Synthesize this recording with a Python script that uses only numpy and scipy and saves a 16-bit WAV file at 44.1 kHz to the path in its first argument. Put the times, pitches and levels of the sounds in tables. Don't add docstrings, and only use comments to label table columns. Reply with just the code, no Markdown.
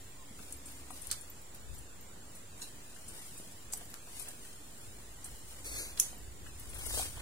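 import sys
import numpy as np
from scipy import signal
from scipy.fft import rfft, irfft, next_fast_len
from scipy.io import wavfile
from scipy.ndimage import uniform_filter1d, minimum_filter1d, map_coordinates

SR = 44100
rng = np.random.default_rng(int(sys.argv[2]) if len(sys.argv) > 2 else 0)


def volts_from_decibels(level):
    exponent = np.asarray(level, float) / 20
    return 10 ** exponent


def put_to_file(sound):
    columns = np.atleast_2d(sound).T
    safe = np.clip(columns, -1, 1)
    whole_steps = np.round(safe * 32767)
    wavfile.write(sys.argv[1], SR, whole_steps.astype(np.int16))


N = 317961

# frequency in Hz, density in dB per Hz.
WASH_SPECTRUM = [(12, -15.5), (20, 0), (30, -19), (49, -15.5), (81, -13), (133, -19.5), (308, -21.5),
                 (1170, -29), (1830, -30), (5440, -35), (7390, -36), (8500, -31), (10000, -36),
                 (12900, -41.5), (15700, -35.5)]
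# frequency in Hz, correlation from -1 to 1.
WASH_LIKENESS = [(60, 1), (130, 0.92), (290, 0.98), (640, 0.049), (1410, 0.088), (3100, 0.087),
                 (6820, 0.033), (15000, -0.048)]
# centre in Hz, width in Hz, level in dB.
INSECT_BANDS = [(7300, 1540, -8.5), (9600, 670, -17)]
# start in seconds, stop in seconds, pitch in Hz, level in dB.
MOTORS = [
    (0.096, 0.995, 278.3, -65.5),
    (.3, 1.446, 68.3, -61.5),
    (4.897, 6.506, 56, -60.5),
]
# time in seconds, pitch in Hz, level in dB.
BIRD_CALL = [(0.13, 997, -82), (0.164, 977, -67), (0.188, 1094, -70), (0.232, 1030, -63), (0.252, 970, -84),
             (0.28, 1041, -73)]
# frequency in Hz, density in dB per Hz.
WIND_SPECTRUM = [(8.8, -32), (15, -45), (22, -32), (40, 2.5), (60, 2.5), (122, -8.5), (184, -28),
                 (300, -25), (390, -21.5), (660, -120)]
# peak in seconds, level in dB, ms to swell or fade by 10 dB, left-right in dB.
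WIND_PUFFS = [(.0, -69, 82, 3), (.2, -57, 70, 0), (.6, -69, 500, 9), (1.08, -77, 598, -4),
              (1.38, -62, 58, 0), (1.735, -49, 68, 27), (1.99, -59, 58, 21), (2.81, -69, 250, -5),
              (3.11, -60, 55, 1), (3.75, -53, 88, 1), (4.1, -71, 305, -3), (4.64, -76, 90, 0),
              (4.88, -51, 31, 8), (5.34, -51, 45, 3), (5.46, -53, 150, 2), (5.74, -49, 72, -1),
              (5.94, -50, 142, 1), (6.09, -52, 100, -4), (6.28, -44.5, 47, -8.5), (6.49, -48.5, 250, 0),
              (6.79, -47, 118, 11), (6.95, -41, 223, 1.5), (7.21, -45.5, 90, -8)]
# start in seconds, peak in dB, left-right in dB,
# centre in Hz, T60 in ms.
MUD_PATS = [(0.391, -44, 1.0, 1380, 50), (0.906, -41, 9, 944, 28), (1.114, -41.5, 0, 1490, 120),
            (1.237, -49.5, 3, 619, 45), (1.269, -50, -0.5, 797, 43), (2.622, -47, -1, 1720, 63),
            (2.963, -50, 6, 1760, 94), (3.735, -44, 0, 905, 81), (3.813, -52, 3, 676, 100),
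            (3.939, -46.5, -3.0, 1330, 120), (4.073, -46.5, 1, 790, 57), (4.287, -50, 1, 566, 40),
            (4.449, -50, -2, 1610, 79), (5.974, -41, -1, 1620, 31), (5.999, -45, -2, 2720, 29),
            (6.13, -45.5, -5, 800, 51), (6.463, -43, 2, 1610, 84), (6.975, -30.5, -1, 594, 46),
            (6.995, -31.5, 4, 720, 35), (7.171, -42, 0, 800, 82), (.402, -43.5, -4, 210, 67),
            (6.866, -39.5, -1, 514, 48), (6.938, -38, -1, 560, 78)]
# start in seconds, peak in dB, left-right in dB,
# pitch in Hz, T60 in ms.
CLEAN_KNOCKS = [(1.102, -45, 0, 4300, 45), (1.1135, -23, -1, 8300, 2.5), (1.1137, -37, -1, 4300, 12),
                (1.116, -39, -1, 4400, 13), (1.1268, -21, -2, 8200, 3), (1.1288, -34, 1, 4800, 7.3),
                (1.1311, -34, 0, 3700, 2.6), (2.6188, -34, -8, 6800, 6.6), (2.619, -45.5, -2, 4000, 15),
                (2.622, -55, -1, 1440, 22), (3.1, -47, -2, 990, 3.2), (3.4, -37, 1, 400, 8.8),
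                (3.815, -44.5, 0, 700, 35), (.906, -42.5, -2, 750, 22), (0.31, -45, 3, 220, 50),
                (0.27, -53, -2, 600, 10), (5.998, -32.5, 6, 3260, 9.3), (1.3, -41, -3, 14000, 35),
                (2.637, -52.5, -6, 4000, 41), (6.598, -44, 5, 14600, 8), (6.864, -36, 5, 13000, 8),
                (3.7362, -20, 1, 7800, 4.1), (5.9995, -15, 6, 11400, 2.2), (6.0007, -20.5, 0, 6840, 3.4),
                (6.0015, -23.5, -6, 7000, 21), (6.0035, -28, 4, 9900, 42)]
# frequency in Hz, width in Hz, level in dB.
TUBE_MODES = [(4760, 70, -14), (8740, 2600, 5.5), (9400, 110, -30), (9800, 130, -11), (11000, 160, -10),
              (12000, 260, 1), (13800, 120, -12)]
# start in seconds, peak in dB, left-right in dB.
PIN_PINGS = [(0.5686, -50, 0), (0.7168, -51, 4.0), (1.4152, -50, -1), (1.5454, -41, -2), (1.7464, -49, 1),
             (2.0108, -54, 22), (3.8516, -52, 12), (3.9294, -57, 4.5), (.09, -57, 0), (3.15, -54, 0),
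             (3.33, -55, 0), (5.3802, -52, 3), (5.4834, -50, 0), (3.9011, -49, 6), (6.1789, -50, 4)]
# start in seconds, peak in dB, left-right in dB,
# centre in Hz, T60 in ms.
STALK_CRACKS = [
    (5.9985, -20, -1.5, 10600, 17),
    (5.9995, -14, -12, 6760, 13),
    (6, -10, 0, 7950, 9.4),
    (6.0017, -19, -14, 6050, 6.6),
    (6.003, -26, -1, 9900, 39),
    (6.008, -33, -5, 6900, 410),
]
# start in seconds, peak in dB, left-right in dB, centre in Hz.
RIB_TICKS = [(0.658, -42.5, 0, 8620), (0.9053, -46, 11, 9050), (1.018, -42, 6, 9500),
             (1.2108, -46, 8, 8860), (1.4147, -52, -5, 11000), (1.782, -46, 0, 8930),
             (2.352, -49, -1, 9250), (2.612, -46, -3, 9320), (2.627, -44, -2, 10500),
             (3.082, -41.5, 3, 8340), (3.378, -41, -5, 9100), (3.5205, -51, -1, 8400),
             (3.737, -39, 6, 12600), (5.2595, -44, -3, 9130), (5.4744, -58, -1, 8820),
             (6.597, -40, 1, 11000), (6.744, -40.5, 8, 9600), (6.695, -46, 4, 9100), (6.786, -40, 4, 10800)]
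# start in seconds, peak in dB, left-right in dB, centre in Hz.
LEAF_CRUSHES = [
    (3.727, -33.5, 2, 7900),
    (3.775, -36, 2, 10000),
    (4.198, -39.5, 14, 9600),
    (4.223, -38, 5, 9900),
    (4.287, -38, -4, 8450),
]
# start in seconds, peak in dB, left-right in dB,
# centre in Hz, T60 in ms.
CRACKS_AND_CLICKS = [(.5242, -33.5, 3, 9040, 33), (1.0705, -41, 18, 9600, 21), (1.103, -36, 1, 4300, 59),
                     (1.1135, -21, -12, 7950, 3.8), (1.1149, -25, -5, 9100, 24),
                     (1.115, -33, -4, 4630, 100), (1.1264, -33, -5, 8300, 19), (2.6192, -38, -2, 7200, 86),
                     (2.619, -39.5, -2, 4230, 160), (3.732, -30.5, -6, 7300, 47),
                     (3.7359, -26, -7, 8000, 12), (3.9415, -28.5, -2, 2900, 4),
                     (5.2443, -35.5, -5, 8500, 66), (5.975, -35, -2, 4150, 36), (6.864, -34, 8, 9400, 54)]
# frequency in Hz, density in dB per Hz.
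GRIT_SPECTRUM = [(120, -40), (200, -26), (310, -1), (454, -1), (995, -8.5), (2220, -4.5), (2600, -2.5),
                 (3500, -7), (4430, -2.5), (7250, -3), (9710, -3.5), (15600, -17.5)]
# time in seconds, level in dB, left-port lead in ms.
SLIDE_COURSE = [(5.62, -90, .16), (5.64, -70, .16), (5.646, -50, 0.14), (5.662, -47, 0.23),
                (5.708, -48, 0.22), (5.794, -42, 0.19), (5.918, -55, 0.16), (5.94, -64, 0.25),
                (5.97, -90, .188)]
# frequency in Hz, density in dB per Hz.
SWISH_SPECTRUM = [(1060, -38), (1800, -16.5), (2220, -9.5), (2490, -9), (2880, -6.5), (3580, -6.5),
                  (4400, -5.5), (6920, -5), (9240, 2), (11200, -7), (15600, -10.5)]
# frequency in Hz, density in dB per Hz.
SCUFF_SPECTRUM = [(120, -58), (200, -51), (225, -3), (528, -6), (1080, -6), (1360, -7.5), (1530, -5.5),
                  (3500, -9), (4550, -16), (7700, -120)]
# peak in seconds, level in dB, ms to swell by 10 dB, ms to fade by 10 dB.
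LEAF_BRUSHES = [(.0, -60, 50, 150), (.42, -54, 88, 247), (.51, -56, 100, 60), (.685, -50.5, 25, 164),
                (.94, -50.5, 25, 290), (1.07, -55, 200, 83), (1.173, -52.5, 48, 66), (1.55, -51.5, 6, 15),
                (1.762, -55, 60, 28), (2.372, -56, 60, 42), (2.62, -50, 42, 100), (2.95, -55, 208, 202),
                (3.088, -54, 55, 122), (3.174, -49.5, 70, 68), (3.25, -51, 80, 383), (3.46, -62, 150, 96),
                (3.812, -54.5, 39, 158), (3.906, -58, 15, 65), (4.2, -45, 109, 88), (4.291, -51, 80, 60),
                (4.454, -52.5, 144, 150), (4.81, -56, 248, 600), (5.276, -54, 74, 220),
                (5.5, -53.5, 90, 600), (6.0, -41.5, 35, 102), (6.484, -56, 48, 30), (6.594, -54.5, 65, 75),
                (6.71, -64, 38, 143), (6.993, -33, 141, 80), (7.21, -50, 93.5, 48)]
# peak in seconds, level in dB.
SOLE_TREADS = [(.308, -67), (0.395, -67), (.51, -68), (.702, -66), (.91, -63), (1.14, -56.5), (2.384, -77),
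               (2.63, -59.5), (2.808, -64), (2.964, -76), (3.174, -61), (3.71, -61), (3.812, -59),
               (3.93, -70), (4.291, -54.5), (4.437, -70), (5.27, -60), (5.6, -62), (5.92, -60.5),
               (5.978, -60), (6.484, -58), (6.74, -57), (6.8, -53), (7.21, -51.5)]
# time in seconds, share from one spot from 0 to 1,
# left-port lead in ms.
NEAR_COURSE = [(6.76, 0.27, 0.15), (6.8, 0.4, 0.22), (6.86, 0.43, 0.12), (6.95, 0.53, 0.19),
               (7.0, 0.2, 0.19), (7.08, 0.12, 0.15)]
# frequency in Hz, left-right in dB.
PORT_COLOURS = [(1500, 0), (4500, -0.5), (7000, 2), (8300, -1), (9600, 5.5), (11200, 8), (13200, -6),
                (15500, 4.5)]


def evened(x):
    return x / np.sqrt(np.mean(x ** 2) + 1e-20)


def read(points, hz):
    f, value = np.transpose(points)
    return np.interp(np.log(hz + 1), np.log(f + 1), value)


def columns(rows):
    s, *values = np.transpose(rows)
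    return [np.interp(np.arange(N) / SR, s, v) for v in values]


def colour(x, points):
    size = next_fast_len(N, True)
    gain = volts_from_decibels(read(points, np.fft.rfftfreq(size, 1 / SR)))
    return evened(irfft(rfft(x, size) * gain, size)[..., :N])


def resonate(x, hz, width_hz):
    b, a = signal.iirpeak(hz, hz / width_hz, SR)
    return signal.lfilter(b, a, x)


def highpass(x, order, hz):
    return signal.lfilter(*signal.butter(N=order, Wn=hz, btype="high", fs=SR), x)


def sides(pan_db):
    return volts_from_decibels(np.array([pan_db / 2, -pan_db / 2]))


def add(mix, s, sound):
    part = mix[:, max(round(s * SR), 0):][:, :sound.shape[1]]
    part += sound[:, :part.shape[1]]


def add_burst(mix, s, db, pan_db, sound):
    add(mix, s - 0.010, volts_from_decibels(db) * sides(pan_db)[:, None] * sound / abs(sound).max())


def burst(noise, rise_ms, t60_ms):
    ms = np.arange(noise.shape[-1]) * 1000 / SR - 10
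    return noise * np.where(ms < 0, np.exp(ms / max(rise_ms, .1)), volts_from_decibels(-60 * ms / t60_ms))


def swells(s, db, swell_ms, fade_ms):
    ms = np.arange(N * 1000 // SR + 2) - 1000 * np.array(s)[:, None]
    swell_ms, fade_ms = np.asarray(swell_ms)[..., None], np.asarray(fade_ms)[..., None]
    away = np.where(ms < 0, -ms / swell_ms, ms / fade_ms)
    return volts_from_decibels(np.array(db)[:, None] - 10 * away) ** 2


def stretched(steps):
    return np.interp(np.arange(N) * 1000 / SR, np.arange(len(steps)), steps)


def crackle(per_s, spread_db):
    size = volts_from_decibels(spread_db * np.minimum(rng.exponential(1, N), 4))
    return size * (rng.random(N) < per_s / SR) * rng.standard_normal(N)


def from_left(x, lead_ms):
    late = np.arange(N) - lead_ms * SR / 1000
    return np.array([x, map_coordinates(x, [late], order=5, mode="nearest")])


def bounced(x, ms, share):
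    return signal.lfilter(np.r_[1, np.zeros(round(ms * SR / 1000) - 1), share], 1, x)


def wash():
    level_db, patch_db = -54, 0.82
    frames, hz = N // 256 + 5, np.fft.rfftfreq(1024, 1 / SR)
    a, b, c, d, patches = rng.standard_normal((frames, 513, 5)).T
    patches = evened(uniform_filter1d(uniform_filter1d(patches, size=12, axis=0), size=14, axis=1))
    same = read(WASH_LIKENESS, hz)[:, None]
    left = a + 1j * b
    right = same * left + np.sqrt(1 - same ** 2) * (c + 1j * d)
    z = np.array([left, right]) * volts_from_decibels(read(WASH_SPECTRUM, hz)[:, None] + patch_db * patches)
    return volts_from_decibels(level_db) * evened(signal.istft(z, nperseg=1024, noverlap=768)[1][:, :N])


def chorus():
    level_db, pan_db = -61, -7.0
    noise = rng.standard_normal((2, N))
    bands = sum(volts_from_decibels(db) * resonate(resonate(noise, hz, w), hz, w) for hz, w, db in INSECT_BANDS)
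    return volts_from_decibels(level_db) * evened(bands) * sides(pan_db)[:, None]


def hum():
    waver_db, fade_s = 2, .06
    t = np.arange(N) / SR
    start, stop, hz, db = np.transpose(MOTORS)[..., None]
    fade = np.clip(np.minimum(t - start, stop - t) / fade_s, 0, 1)
    waver = evened(uniform_filter1d(rng.standard_normal((N, len(MOTORS))).T, size=4000))
    drones = volts_from_decibels(db + waver_db * waver) * fade * np.sin(2 * np.pi * hz * t)
    return np.sqrt(2) * drones.sum(0)


def bird():
    hz, level_db = columns(BIRD_CALL)
    t = np.arange(N) / SR
    fade = np.clip(np.minimum(t - BIRD_CALL[0][0], BIRD_CALL[-1][0] - t) / 0.023, 0, 1)
    return np.sqrt(2) * volts_from_decibels(level_db) * fade * np.sin(2 * np.pi * np.cumsum(hz) / SR)


def wind():
    level_db, breeze_db, shared = -2.0, -84, .55
    s, db, ms, pan_db = np.transpose(WIND_PUFFS)
    port_power = sides(pan_db) ** 2 @ swells(s, db, ms, ms) + volts_from_decibels(breeze_db) ** 2
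    a, b = (colour(rng.standard_normal(N), WIND_SPECTRUM) for _ in "ab")
    push = np.array([a, shared * a + np.sqrt(1 - shared ** 2) * b])
    return volts_from_decibels(level_db) * np.array([stretched(np.sqrt(power)) for power in port_power]) * push


def cane(x):
    per_s, t60_s, first_s = 2500, 0.16, .004
    t = np.arange(9000) / SR
    taps = rng.choice([-1., 1.], (2, len(t))) * (rng.random((2, len(t))) < per_s / SR)
    taps *= volts_from_decibels(-60 * t / t60_s) * (t > first_s)
    return signal.fftconvolve(x, taps / np.linalg.norm(taps[0]), axes=1)[:, :N]


def pats():
    out = np.zeros((2, N))
    for s, db, pan_db, hz, t60_ms in MUD_PATS:
        a, b, c = rng.standard_normal((3, 6000))
        puff = burst(a + 0.7 * np.array([b, c]), 1.5, t60_ms)
        add_burst(out, s, db, pan_db, resonate(puff, hz, 0.35 * hz))
    return out


def knocks():
    out, t = np.zeros((2, N)), np.arange(4000) / SR
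    for s, db, pan_db, hz, t60_ms in CLEAN_KNOCKS:
        ring = volts_from_decibels(db - 60000 * t / t60_ms) * np.sin(2 * np.pi * hz * t)
        add(out, s, sides(pan_db)[:, None] * ring)
    return out


def crutch(blows):
    ring_db, pin_hz, pin_width_hz = -5.5, 12080, 450
    out = volts_from_decibels(ring_db) * sum(volts_from_decibels(db) * resonate(blows, hz, width) for hz, width, db in TUBE_MODES)
    for s, db, pan_db in PIN_PINGS:
        ping = burst(rng.standard_normal((2, 3000)), 1.5, 45)
        ping = resonate(resonate(ping, pin_hz, pin_width_hz), pin_hz, pin_width_hz)
        add_burst(out, s, db, pan_db, ping)
    return out


def snaps(rows, bounce_ms, bounce):
    out = np.zeros((2, N))
    for s, db, pan_db, hz, rise_ms, t60_ms in rows:
        a, b, c = rng.standard_normal((3, 6000))
        crack = burst(0.16 * a + 2.4 * np.array([b, c]), rise_ms, t60_ms)
        width_hz = 0.46 * hz + 32000 / t60_ms
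        crack = resonate(resonate(crack, hz, width_hz), hz, width_hz)
        crack = crack + 0.24 * np.diff(crack, prepend=0)
        add_burst(out, s, db, pan_db, crack)
    return bounced(out, bounce_ms, bounce)


def stalk():
    rise_ms, bounce_ms, hollow_hz = .8, .24, 4170
    cracks = snaps([(*row, rise_ms, t60_ms) for *row, t60_ms in STALK_CRACKS], bounce_ms, -0.27)
    light = .25 * cracks + highpass(cracks, 3, 4700)
    return light - resonate(light, hollow_hz, 1200)


def small_breaks():
    tick_rise_ms, tick_t60_ms = 1.3, 100
    crush_rise_ms, crush_t60_ms = 4, 33
    rise_share, slowest_rise_ms = 0.024, 1.5
    rows = [(*row, tick_rise_ms, tick_t60_ms) for row in RIB_TICKS]
    rows += [(*row, crush_rise_ms, crush_t60_ms) for row in LEAF_CRUSHES]
    for *row, t60_ms in CRACKS_AND_CLICKS:
        rows.append((*row, min(rise_share * t60_ms, slowest_rise_ms), t60_ms))
    return snaps(sorted(rows, key=lambda row: row[0]), .48, 0.086)


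def slide():
    gain_db, stutter_db, bounce_ms = 4.0, 0.38, .48
    level_db, lead_ms = columns(SLIDE_COURSE)
    stutter = evened(uniform_filter1d(rng.standard_normal(N), size=350))
    grit, *scattered = (colour(crackle(per_s=13000, spread_db=-0.5), GRIT_SPECTRUM) for _ in "abc")
    treble = highpass(scattered, 2, 7000)
    both = from_left(grit, lead_ms) + 1.1 * treble + .8 * np.array(scattered)
    return volts_from_decibels(level_db + gain_db + stutter_db * stutter) * evened(bounced(both, bounce_ms, .22))


def leaves():
    stir_db = -71
    tread_swell_ms, tread_fade_ms, scuff_under_db = 57, 32, -14
    brush = swells(*np.transpose(LEAF_BRUSHES)).sum(0) + volts_from_decibels(stir_db) ** 2
    tread = swells(*np.transpose(SOLE_TREADS), tread_swell_ms, tread_fade_ms).sum(0)
    tread = tread + volts_from_decibels(scuff_under_db) ** 2 * brush
    flutter = evened(uniform_filter1d(rng.standard_normal(N), size=400))
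    near, lead_ms = columns(NEAR_COURSE)
    swish = np.array([crackle(per_s=14000, spread_db=-2.0) for _ in "LR"])
    swish = colour(swish, SWISH_SPECTRUM)
    dull = signal.filtfilt(*signal.butter(N=3, Wn=4500, fs=SR), from_left(swish[0], lead_ms) - swish)
    swish = swish + near * dull
    scuff, *loose = (colour(crackle(per_s=3000, spread_db=1.5), SCUFF_SPECTRUM) for _ in "abc")
    scuff = 0.8 * from_left(scuff, lead_ms) * (1 + near / 2) + 1.04 * (1 - near) * np.array(loose)
    swish = stretched(np.sqrt(brush)) * volts_from_decibels(1.02 * flutter) * swish
    return swish + stretched(np.sqrt(tread)) * volts_from_decibels(2.3 * flutter) * scuff


def scene():
    cane_db = -7.5
    background = wash() + chorus() + hum() + bird() + wind()
    small = small_breaks()
    hits = pats() + knocks() + crutch(small) + stalk() + small
    return background + hits + volts_from_decibels(cane_db) * cane(hits) + slide() + leaves()


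def thin_treble(z, hz, t, dry):
    top_hz = 15800
    power = (abs(z) ** 2).mean(0) + 1e-20
    near = uniform_filter1d(uniform_filter1d(power, size=5, axis=0), size=3, axis=1)
    contrast_db = 10 * np.log10(near / uniform_filter1d(near, size=60, axis=0))
    change_db = np.clip(np.where(contrast_db < 0, 8., 1.0) * contrast_db, -40, 4)
    change_db *= np.clip((hz[:, None] - 1300) / 1200, 0, 1) + .45 * (hz[:, None] > 10500)
    edge = uniform_filter1d((np.diff(dry, prepend=0) ** 2).mean(0), size=128) + 1e-20
    crest = -minimum_filter1d(-edge, size=1800) / uniform_filter1d(edge, size=1800)
    steady = np.clip((8 - 10 * np.log10(crest)) / 3, .1, 1)
    change_db *= np.interp(t, np.arange(N) / SR, steady)
    before = uniform_filter1d(power, size=60, axis=0)
    after = uniform_filter1d(power * volts_from_decibels(2 * change_db), size=60, axis=0)
    return z * volts_from_decibels(change_db) * np.sqrt(before / after) * (hz < top_hz)[:, None]


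def drop_weaker(z, hz):
    weaker_db = 4.2
    pair = np.array([z[0] + z[1], z[0] - z[1]]) / 2
    band = uniform_filter1d(uniform_filter1d(abs(pair) ** 2, size=10, axis=1), size=3, axis=2) + 1e-20
    under_db = 10 * np.log10(band[::-1] / band) - weaker_db
    pair = pair * np.where(hz[:, None] > 2300, np.clip(1 - under_db / 1.5, .02, 1), 1)
    return np.array([pair[0] + pair[1], pair[0] - pair[1]])


def low_pass(x):
    return signal.sosfilt(signal.butter(12, 16810, fs=SR, output="sos"), x)


def record(dry):
    offset = .0028
    hz, t, z = signal.stft(dry, SR, nperseg=2048, noverlap=1536)
    z = z * sides(read(PORT_COLOURS, hz))[..., None]
    z = drop_weaker(thin_treble(z, hz, t, dry), hz)
    mix = signal.istft(z, SR, nperseg=2048, noverlap=1536)[1][:, :N] + offset
    return low_pass(mix)


dry = scene()
out = record(dry)
put_to_file(out)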